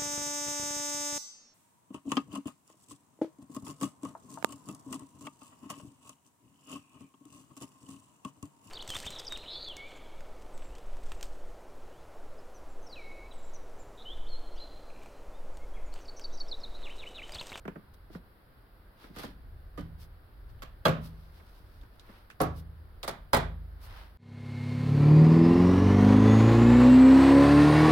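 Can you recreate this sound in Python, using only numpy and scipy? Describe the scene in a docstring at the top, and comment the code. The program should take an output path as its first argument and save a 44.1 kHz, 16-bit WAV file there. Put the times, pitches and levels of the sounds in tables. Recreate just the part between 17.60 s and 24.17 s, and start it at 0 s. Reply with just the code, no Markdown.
"""Shutting a louvre wall

On a breezy garden terrace a man in a padded jacket steps up and tilts metal slats shut, bank by bank.
The linked hollow slats land almost together, bounce, ring in damped modes and set the frame shuddering.
Around the blows come shoes on paving, the friction of sleeve and hand, and small metallic clicks."""
import sys
import numpy as np
from scipy import signal
from scipy.fft import rfft, irfft, next_fast_len
from scipy.io import wavfile
from scipy.ndimage import map_coordinates

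SR = 44100
rng = np.random.default_rng(int(sys.argv[2]) if len(sys.argv) > 2 else 0)


def generate_wav(signal):
    """Clip the signal to [-1, 1] and save it as 16-bit WAV at the path in sys.argv[1]."""
    frames = np.transpose(np.atleast_2d(signal))
    scaled = np.clip(frames, -1, 1) * 32767
    pcm = np.round(scaled).astype(np.int16)
    wavfile.write(sys.argv[1], SR, pcm)


N = 289849


def amp(db):
    """Amplitude ratio of a level in decibels."""
    return 10 ** (np.asarray(db) / 20)


def unit(x):
    """Normalisation to rms 1."""
    return x / np.sqrt(np.mean(x ** 2) + 1e-20)


def along(points, hz):
    """Interpolation of (frequency, value) points on a log-frequency axis."""
    f, v = np.transpose(points)
    return np.interp(np.log(hz + 1), np.log(f + 1), v)


def fade(t, t60):
    """Exponential decay from t = 0, falling 60 dB in t60 seconds."""
    return (t >= 0) * np.exp(-np.log(1000) * np.maximum(t, 0) / t60)


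def swell(s, half):
    """Gaussian envelope around second s; the half-width is its standard deviation."""
    return np.exp(-.5 * ((np.arange(N) / SR - s) / half) ** 2)


def wobble(rate):
    """Smooth random modulation, rate knots a second."""
    return map_coordinates(rng.standard_normal(int(N * rate / SR) + 4), [np.arange(N) * rate / SR])


def resonance(hz, centre, q):
    """Magnitude response of a resonator with quality factor q."""
    return 1 / np.hypot(1, q * (hz / centre - centre / (hz + 1)))


def add(out, s, x):
    """Superposition of x on out from second s."""
    part = out[:, max(round(s * SR), 0):][:, :x.shape[-1]]
    part += x[..., :part.shape[1]]


def colour(x, gain):
    """Minimum-phase filter with the given gain over frequency."""
    n = x.shape[-1]
    m = 2 * next_fast_len(n // 2 + 4096)
    cepstrum = irfft(np.log(np.maximum(gain(np.fft.rfftfreq(m, 1 / SR)), 1e-6)))
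    cepstrum[1:m // 2] *= 2
    cepstrum[m // 2 + 1:] = 0
    return irfft(rfft(x, m) * np.exp(rfft(cepstrum)), m)[..., :n]


def disperse(x, bass_delay_s, corner_hz):
    """Dispersion: low frequencies travel slowly, so the bass of a blow follows its crack."""
    hz = np.fft.rfftfreq(x.shape[-1], 1 / SR)
    lag_cycles = bass_delay_s * corner_hz * np.arctan(hz / corner_hz)
    return irfft(rfft(x) * np.exp(-2j * np.pi * lag_cycles), x.shape[-1])


# Likeness of left and right: (frequency [Hz], correlation [ratio])
CORRELATION = [(120, 0.95), (300, 0.76), (600, 0.46), (1200, -0.05), (2200, 0), (4000, 0.08), (8000, 0.08)]
def noise(size):
    """Spatial coherence: white noise at two nearby points is alike only in the bass."""
    m = next_fast_len(size)
    angle = np.arccos(along(CORRELATION, np.fft.rfftfreq(m, 1 / SR))) / 2
    spectra = rfft(rng.standard_normal((2, m))) * [np.cos(angle), np.sin(angle)]
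    mid, side = irfft(spectra, m)[:, :size]
    return np.array([mid + side, mid - side])


def rush(spectrum):
    """Stationary coloured noise of rms 1."""
    return unit(colour(noise(N), lambda hz: amp(along(spectrum, hz))))


def ringing(modes, t, scatter_db):
    """Modal synthesis: damped sines of random strength, the higher ones out of phase left to right."""
    out = np.zeros((2, len(t)))
    for (hz, db, t60), (size, side, phase) in zip(modes, rng.standard_normal((len(modes), 3))):
        split = np.arccos(along(CORRELATION, hz)) / 2 * np.sign(side) * np.array([[1], [-1]])
        sine = np.sin(2 * np.pi * hz * t + np.pi * phase + split)
        out += amp(db + scatter_db * size) * fade(t, t60) * sine
    return out


# Four broad bands of an impact: (centre frequency [Hz])
BANDS_HZ = [200, 800, 3200, 9000]
def voiced(x, db, balance_db, hardness):
    """Spectral tilt: sets the band levels of an attack; harder contact gives more treble, less bass."""
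    target_db = db + np.array(balance_db) + hardness * np.log2(np.array(BANDS_HZ) / BANDS_HZ[1])
    attack = x[:, :SR // 25]
    power = np.mean(np.abs(rfft(attack)) ** 2, axis=0) * 2 / attack.shape[1] ** 2
    edges_hz = [100, 350, 1700, 5500, 16000]
    band_power = np.histogram(np.fft.rfftfreq(attack.shape[1], 1 / SR), edges_hz, weights=power)[0]
    gains = list(zip(BANDS_HZ, target_db - 10 * np.log10(band_power)))
    return colour(x, lambda hz: amp(along(gains, hz)))


# Spectra of the breeze and the open fields: (frequency [Hz], relative density [dB])
BREEZE_SPECTRUM = [(15, -13), (40, -1), (60, -6), (100, -11.5), (200, -38), (500, -73)]
FIELD_SPECTRUM = [(59, -32.5), (100, 5.5), (150, -0.5), (290, -3), (400, -4), (870, -8), (1540, -7.5),
                  (2470, -20), (4900, -21.5), (6400, -44.5), (8000, -37), (11000, -24), (15500, -25)]
# Gusts: (centre time [s], level [dB], half-width [s])
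GUSTS = [(.2, -58, 0.14), (2.14, -50, 0.26), (2.98, -47.5, 0.12), (3.9, -60.5, 0.38), (5.496, -60, 0.26),
         (6.31, -50.5, 0.096)]
def outdoors(breeze_db=-57, field_db=-61.5):
    """Amplitude-modulated noise: a low breeze swells in gusts over the even wash of open fields."""
    strength = amp(breeze_db) + sum(amp(db) * swell(s, half) for s, db, half in GUSTS)
    breeze = strength * unit(rush(BREEZE_SPECTRUM) * amp(2.5 * wobble(9)))
    return breeze + amp(field_db + 0.25 * wobble(10)) * rush(FIELD_SPECTRUM)


# Spectrum of a sole on paving: (frequency [Hz], relative density [dB])
SOLE_SPECTRUM = [(60, -34), (115, -25), (175, -8.5), (330, -5.5), (600, 2.5), (1600, -0.5), (4000, -29.5),
                 (15000, -28)]
# Band balance of a step: (thud [dB], body [dB], scuff [dB], grit [dB])
STEP_BALANCE = [5.5, -5.5, -6, -27.5]
# Footfalls: (time [s], relative level [dB], hardness [dB/octave], rise time [s])
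STEPS = [(0.053, -46, -0.5, 0.0014), (.078, -40.5, 0, 0.0023), (.156, -48, -2, 0.036),
         (0.5, -58.5, -4.8, .003), (0.549, -48, -2.5, 0.009), (1.44, -54, 0.5, 0.024), (3.798, -60, 1, .02),
         (4.232, -61, 1, .01), (4.488, -57, -1, 0.045)]
def shoes():
    """Cushioned impact: heel and sole roll onto the paving, and the roof reverberates faintly."""
    out, t = np.zeros((2, N)), np.arange(SR // 3) / SR
    for s, db, hardness, rise in STEPS:
        envelope = fade(t, .035) * (1 - fade(t, rise)) + amp(-16) * fade(t, .25)
        tread = colour(noise(len(t)) * envelope, lambda hz: amp(along(SOLE_SPECTRUM, hz)))
        step = voiced(tread, db, STEP_BALANCE, hardness)
        add(out, s, disperse(step, bass_delay_s=0.006, corner_hz=300))
    return amp(-3.5) * out


# Spectrum of rubbing cloth: (frequency [Hz], relative density [dB])
CLOTH_SPECTRUM = [(200, 12), (900, 17.5), (2500, 2), (5000, 1.5), (7000, -12.5), (9500, -3), (13000, 2),
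                  (16000, -0.5)]
# Short swishes and rubs of sleeve and hand: (centre time [s], level [dB], half-width [s])
RUBS = [(0.345, -62, 0.0058), (0.547, -59, 0.022), (1.44, -57.5, 0.037), (1.617, -48.5, 0.039),
        (1.695, -66.5, 0.031), (2.903, -69, 0.013), (3.773, -70, 0.021), (4.532, -61, 0.076),
        (6.358, -53.5, 0.084)]
def jacket_and_hand(crouch_db=-67, palm_db=-57, palm_half_s=.02, palm_hz=6100):
    """Friction noise: sleeve and hand rub, the jacket crumples in a crouch, a palm slides off each bank."""
    friction = rush(CLOTH_SPECTRUM) * amp(1.4 * wobble(300))
    crumple = unit(colour(friction, lambda hz: resonance(hz, 4170, q=0.69)) * amp(2 * wobble(21.85)))
    out = amp(crouch_db) * crumple * swell(3.87, half=0.32)
    # quicker strokes are brighter
    rubs = [(s, db, half, 5100 * (0.0099 / half) ** 0.34) for s, db, half in RUBS]
    palms = [(s + delay, palm_db, palm_half_s, palm_hz) for s, *_, delay in SHUTS]
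    for s, db, half, centre in rubs + palms:
        near = np.abs(np.arange(N) / SR - s) < .25
        stroke = unit(colour(friction[:, near], lambda hz: resonance(hz, centre, q=.9)))
        out[:, near] += amp(db) * stroke * swell(s, half)[near]
    return out


def contacts(t, spread, bounce_db, count=6, t60=0.025, bounce_s=.033, touch_db=-26):
    """Incoherent impacts add in power: a light touch, then each slat lands and bounces once."""
    late, size, hop = rng.random((3, count)) * (np.arange(count) > 0)
    landings = spread * (np.arange(count) + late) / count
    rebounds = landings + bounce_s * (0.46 + .5 * hop)
    strengths = amp(-3 * np.arange(count) / count - 9 * size)
    power = (amp(touch_db) * fade(t - t[0], t60)) ** 2
    for land, rebound, gain in zip(landings, rebounds, strengths):
        power += gain ** 2 * (fade(t - land, t60) ** 2 + (amp(bounce_db) * fade(t - rebound, t60)) ** 2)
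    return np.sqrt(power)


# Damping of wall and roof: (frequency [Hz], decay time T60 [s])
WALL_DECAY = [(120, 0.75), (300, 0.28), (1000, 0.33), (3500, 0.32), (6000, 0.25), (14000, 0.19)]
def dense_ring(size):
    """Modal overlap: countless weak modes of wall and roof merge into noise; the treble dies first."""
    hz, t, spectra = signal.stft(noise(size), SR, nperseg=256)
    decay = fade(t, along(WALL_DECAY, hz)[:, None])
    return signal.istft(spectra * decay, SR, nperseg=256)[1][:, :size]


# Modes of each bank of hollow slats: (frequency [Hz], relative level [dB], uncapped T60 [s])
TOP_MODES = [(182, -5, 0.48), (240, 0, 0.18), (294, -2.5, 0.3), (403, -3.5, 0.16), (478, 1.5, 0.12),
             (572, -2, 0.12), (712, -6.5, 0.11), (1007, -14, 0.17), (1216, -2, 0.11), (1500, -22, 0.28),
             (1940, -27, 0.16), (3050, -26, 0.22)]
UPPER_MODES = [(130, 2, .25), (152, 7, 0.23), (260, -1, 0.27), (501, -7, .22), (622, -3, 0.17),
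               (700, -7, 0.16), (848, -5, 0.15), (1070, -6, 0.11), (1170, -3, 0.1), (1380, -9, 0.13),
               (1615, -7, .14), (3310, -4.5, 0.054), (4060, -8, 0.062), (4630, -9, 0.059)]
LOWER_MODES = [(166.1, 2.5, 0.41), (264.5, 0, 0.96), (307, 3, 0.31), (414, 3, 0.13), (433, -2.5, 0.58),
               (534, 10, 0.061), (704, 1.5, 0.16), (760, -2.5, 0.28), (920, -31, 0.37), (1127, -5.5, 0.33),
               (1307, -2, 0.17), (1686, -13, 0.39)]
BOTTOM_MODES = [(152.2, -7, 0.75), (240.6, -1.5, 0.39), (371, -7.5, 0.35), (431.5, -7.5, 0.32),
                (560, 6, 0.085), (676, -2.5, 0.29), (799, -4.5, 0.17), (987, 3, 0.083), (1207, -14.5, 0.38),
                (1370, -21, 0.16), (1548, -14.5, 0.26), (1910, -19.5, 0.31), (2410, -22.5, 0.31),
                (3380, -24, 0.31), (4960, -11, 0.068), (4150, -18, 0.13)]
# Spectra of their edge contacts: (frequency [Hz], relative density [dB])
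TOP_EDGE = [(71, -35.5), (120, -3.5), (261, 0.5), (540, -11), (805, -14), (1010, -18.5), (1940, -25.5),
            (2430, -35.5), (4500, -28.5), (7050, -27.5), (11500, -18), (16000, -29)]
UPPER_EDGE = [(59, -49), (100, -10), (156, -6.5), (283, -9), (328, -14.5), (621, -7), (768, -21.5),
              (891, -23), (1170, -16.5), (1950, -31), (3250, -33), (6020, -39), (10700, -41.5),
              (12700, -34), (16000, -48)]
LOWER_EDGE = [(59, -22.5), (100, 1.5), (150, -7.5), (215, -7), (277, -5.5), (736, -13.5), (872, -21.5),
              (1170, -13.5), (1520, -22), (1760, -24), (2860, -26.5), (4670, -25.5), (8110, -31.5),
              (10200, -31.5), (16000, -45)]
BOTTOM_EDGE = [(59, -49), (100, 0), (471, -6), (547, -2), (891, -6.5), (970, -9), (1250, -11),
               (1390, -13.5), (2220, -21), (2420, -22.5), (2630, -30.5), (3540, -24), (6290, -34),
               (9410, -30.5), (16000, -36)]
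# Band balance of each bank, top first: (thud [dB], body [dB], clack [dB], tick [dB])
BANK_BALANCE = [(3.5, -1.5, -7, -21), (-6.5, -1, -9.5, -21.5), (-11, 0.5, -20.5, -26.5),
                (-11, 0, -8, -15.5)]
def clack(bank, db, hardness, spread, ring_db):
    """Impact excitation: edge contacts set a bank ringing; slats that ring less also bounce less."""
    modes = (TOP_MODES, UPPER_MODES, LOWER_MODES, BOTTOM_MODES)[bank]
    edge = (TOP_EDGE, UPPER_EDGE, LOWER_EDGE, BOTTOM_EDGE)[bank]
    t = np.arange(SR * 3 // 5) / SR - .003  # the first touch precedes the landing at t = 0
    build_up = 1 - fade(np.maximum(t, 0), 0.007)  # the ring takes a moment to fill the slats
    cracks = noise(len(t)) * contacts(t, spread, bounce_db=2 * ring_db - 0.5)
    tail_spectrum = [(300, -4.0), (2000, 0.5), (4000, -1.5), (9000, -6.5)]
    tail = colour(dense_ring(len(t)) * build_up, lambda hz: amp(along(tail_spectrum, hz)))
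    clatter = unit(colour(cracks + amp(ring_db) * tail, lambda hz: amp(along(edge, hz))))
    damped = [(hz, level, min(t60, 1.1 * along(WALL_DECAY, hz))) for hz, level, t60 in modes]
    tone = unit(ringing(damped, t, scatter_db=1.5) * build_up)
    blow = voiced(clatter + amp(ring_db + 0.5) * tone, db, BANK_BALANCE[bank], hardness)
    return disperse(blow, bass_delay_s=0.01181, corner_hz=257)


# Held slats knocking in their play: (time [s], relative level [dB], hardness [dB/octave])
KNOCKS = [(1.491, -68.5, -6.5), (1.559, -50, 2.1), (1.583, -48.5, 3.5), (1.631, -45, 1.8),
          (3.018, -47.5, 2.8), (5.43, -42, 1), (5.475, -35, 1)]
# Banks falling shut, top first:
# (time [s], relative level [dB], landing spread [s], relative frame level [dB], palm delay [s])
SHUTS = [(2.173, -44, 0.023, -44.5, 0.25), (3.25, -21, 0.012, -40, .203), (4.8, -22.5, .012, -37, .183),
         (5.729, -21, 0.016, -36.5, .517)]
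def slats():
    """Backlash and free vibration: a held bank knocks with little ring; let go, it lands and rings."""
    out, shut_times = np.zeros((2, N)), [row[0] for row in SHUTS]
    for bank, (s, db, spread, _, _) in enumerate(SHUTS):
        add(out, s, clack(bank, db, hardness=0, spread=spread, ring_db=-1.5))
    for s, db, hardness in KNOCKS:
        next_bank = np.searchsorted(shut_times, s)
        add(out, s, clack(next_bank, db, hardness, spread=0.017, ring_db=-7.5))
    return out


# Bending modes of the long slats and posts: (frequency [Hz], relative level [dB], T60 [s])
FRAME_MODES = [(44.6, -12.5, 1.4), (51.7, -7.5, 2.44), (77.2, -4, 2.06), (87.3, -8.5, 1.6),
               (108.85, -10.5, 1.6), (131.1, -1, 0.47), (161.3, 0, 0.8)]
def frame():
    """Flexural vibration: the long slats and their posts keep shuddering after a bank shuts."""
    out, t = np.zeros((2, N)), np.arange(SR * 3 // 2) / SR
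    build_up = 1 - fade(t, 0.087)
    for s, _, _, db, _ in SHUTS:
        add(out, s, amp(db + 5.0) * ringing(FRAME_MODES, t, scatter_db=-3.5) * build_up)
    return out


# Small sharp metallic clicks, and a bright tick of chatter as one bank lands:
# (time [s], relative peak level [dB], centre frequency [Hz])
CLICKS = [(2.991, -58, 2930), (4.213, -53, 3560), (4.396, -41.5, 3900), (4.701, -40, 1610),
          (4.711, -41, 2660), (4.815, -22.5, 11500), (5.43, -28.5, 3440), (5.434, -41.5, 4970),
          (5.481, -25.5, 4730)]
def metal_clicks():
    """Transient resonance: a short burst excites one narrow band, and the metal pings briefly."""
    out, t = np.zeros((2, N)), np.arange(SR // 4) / SR
    envelope = fade(t, .018) + amp(-8) * fade(t, .13)
    for s, db, centre in CLICKS:
        click = colour(noise(len(t)) * envelope, lambda hz: resonance(hz, centre, q=3.5))
        ping = ringing([(centre, -16, .05)], t, scatter_db=1)
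        add(out, s, amp(db) * (click / np.abs(click).max() + ping))
    return out


# Stereo balance of the impacts: (frequency [Hz], left minus right [dB])
LEVEL_DIFFERENCE = [(300, -0.5), (650, 1.2), (1100, -7), (1900, -6), (4000, -1), (8000, 0)]
def scene():
    """Superposition of all sources; a level difference places the impacts' upper midrange to the right."""
    left, right = slats() + frame() + metal_clicks() + shoes()
    left = colour(left, lambda hz: amp(along(LEVEL_DIFFERENCE, hz) / 2))
    right = colour(right, lambda hz: amp(-along(LEVEL_DIFFERENCE, hz) / 2))
    return np.array([left, right]) + jacket_and_hand() + outdoors()


def record(dry):
    """Band limiting: an ideal low-pass filter at 16 kHz."""
    m = next_fast_len(N + SR // 2)
    passband = np.fft.rfftfreq(m, 1 / SR) < 16000
    return irfft(rfft(dry, m) * passband, m)[:, :N]


dry = scene()
out = record(dry)
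generate_wav(out)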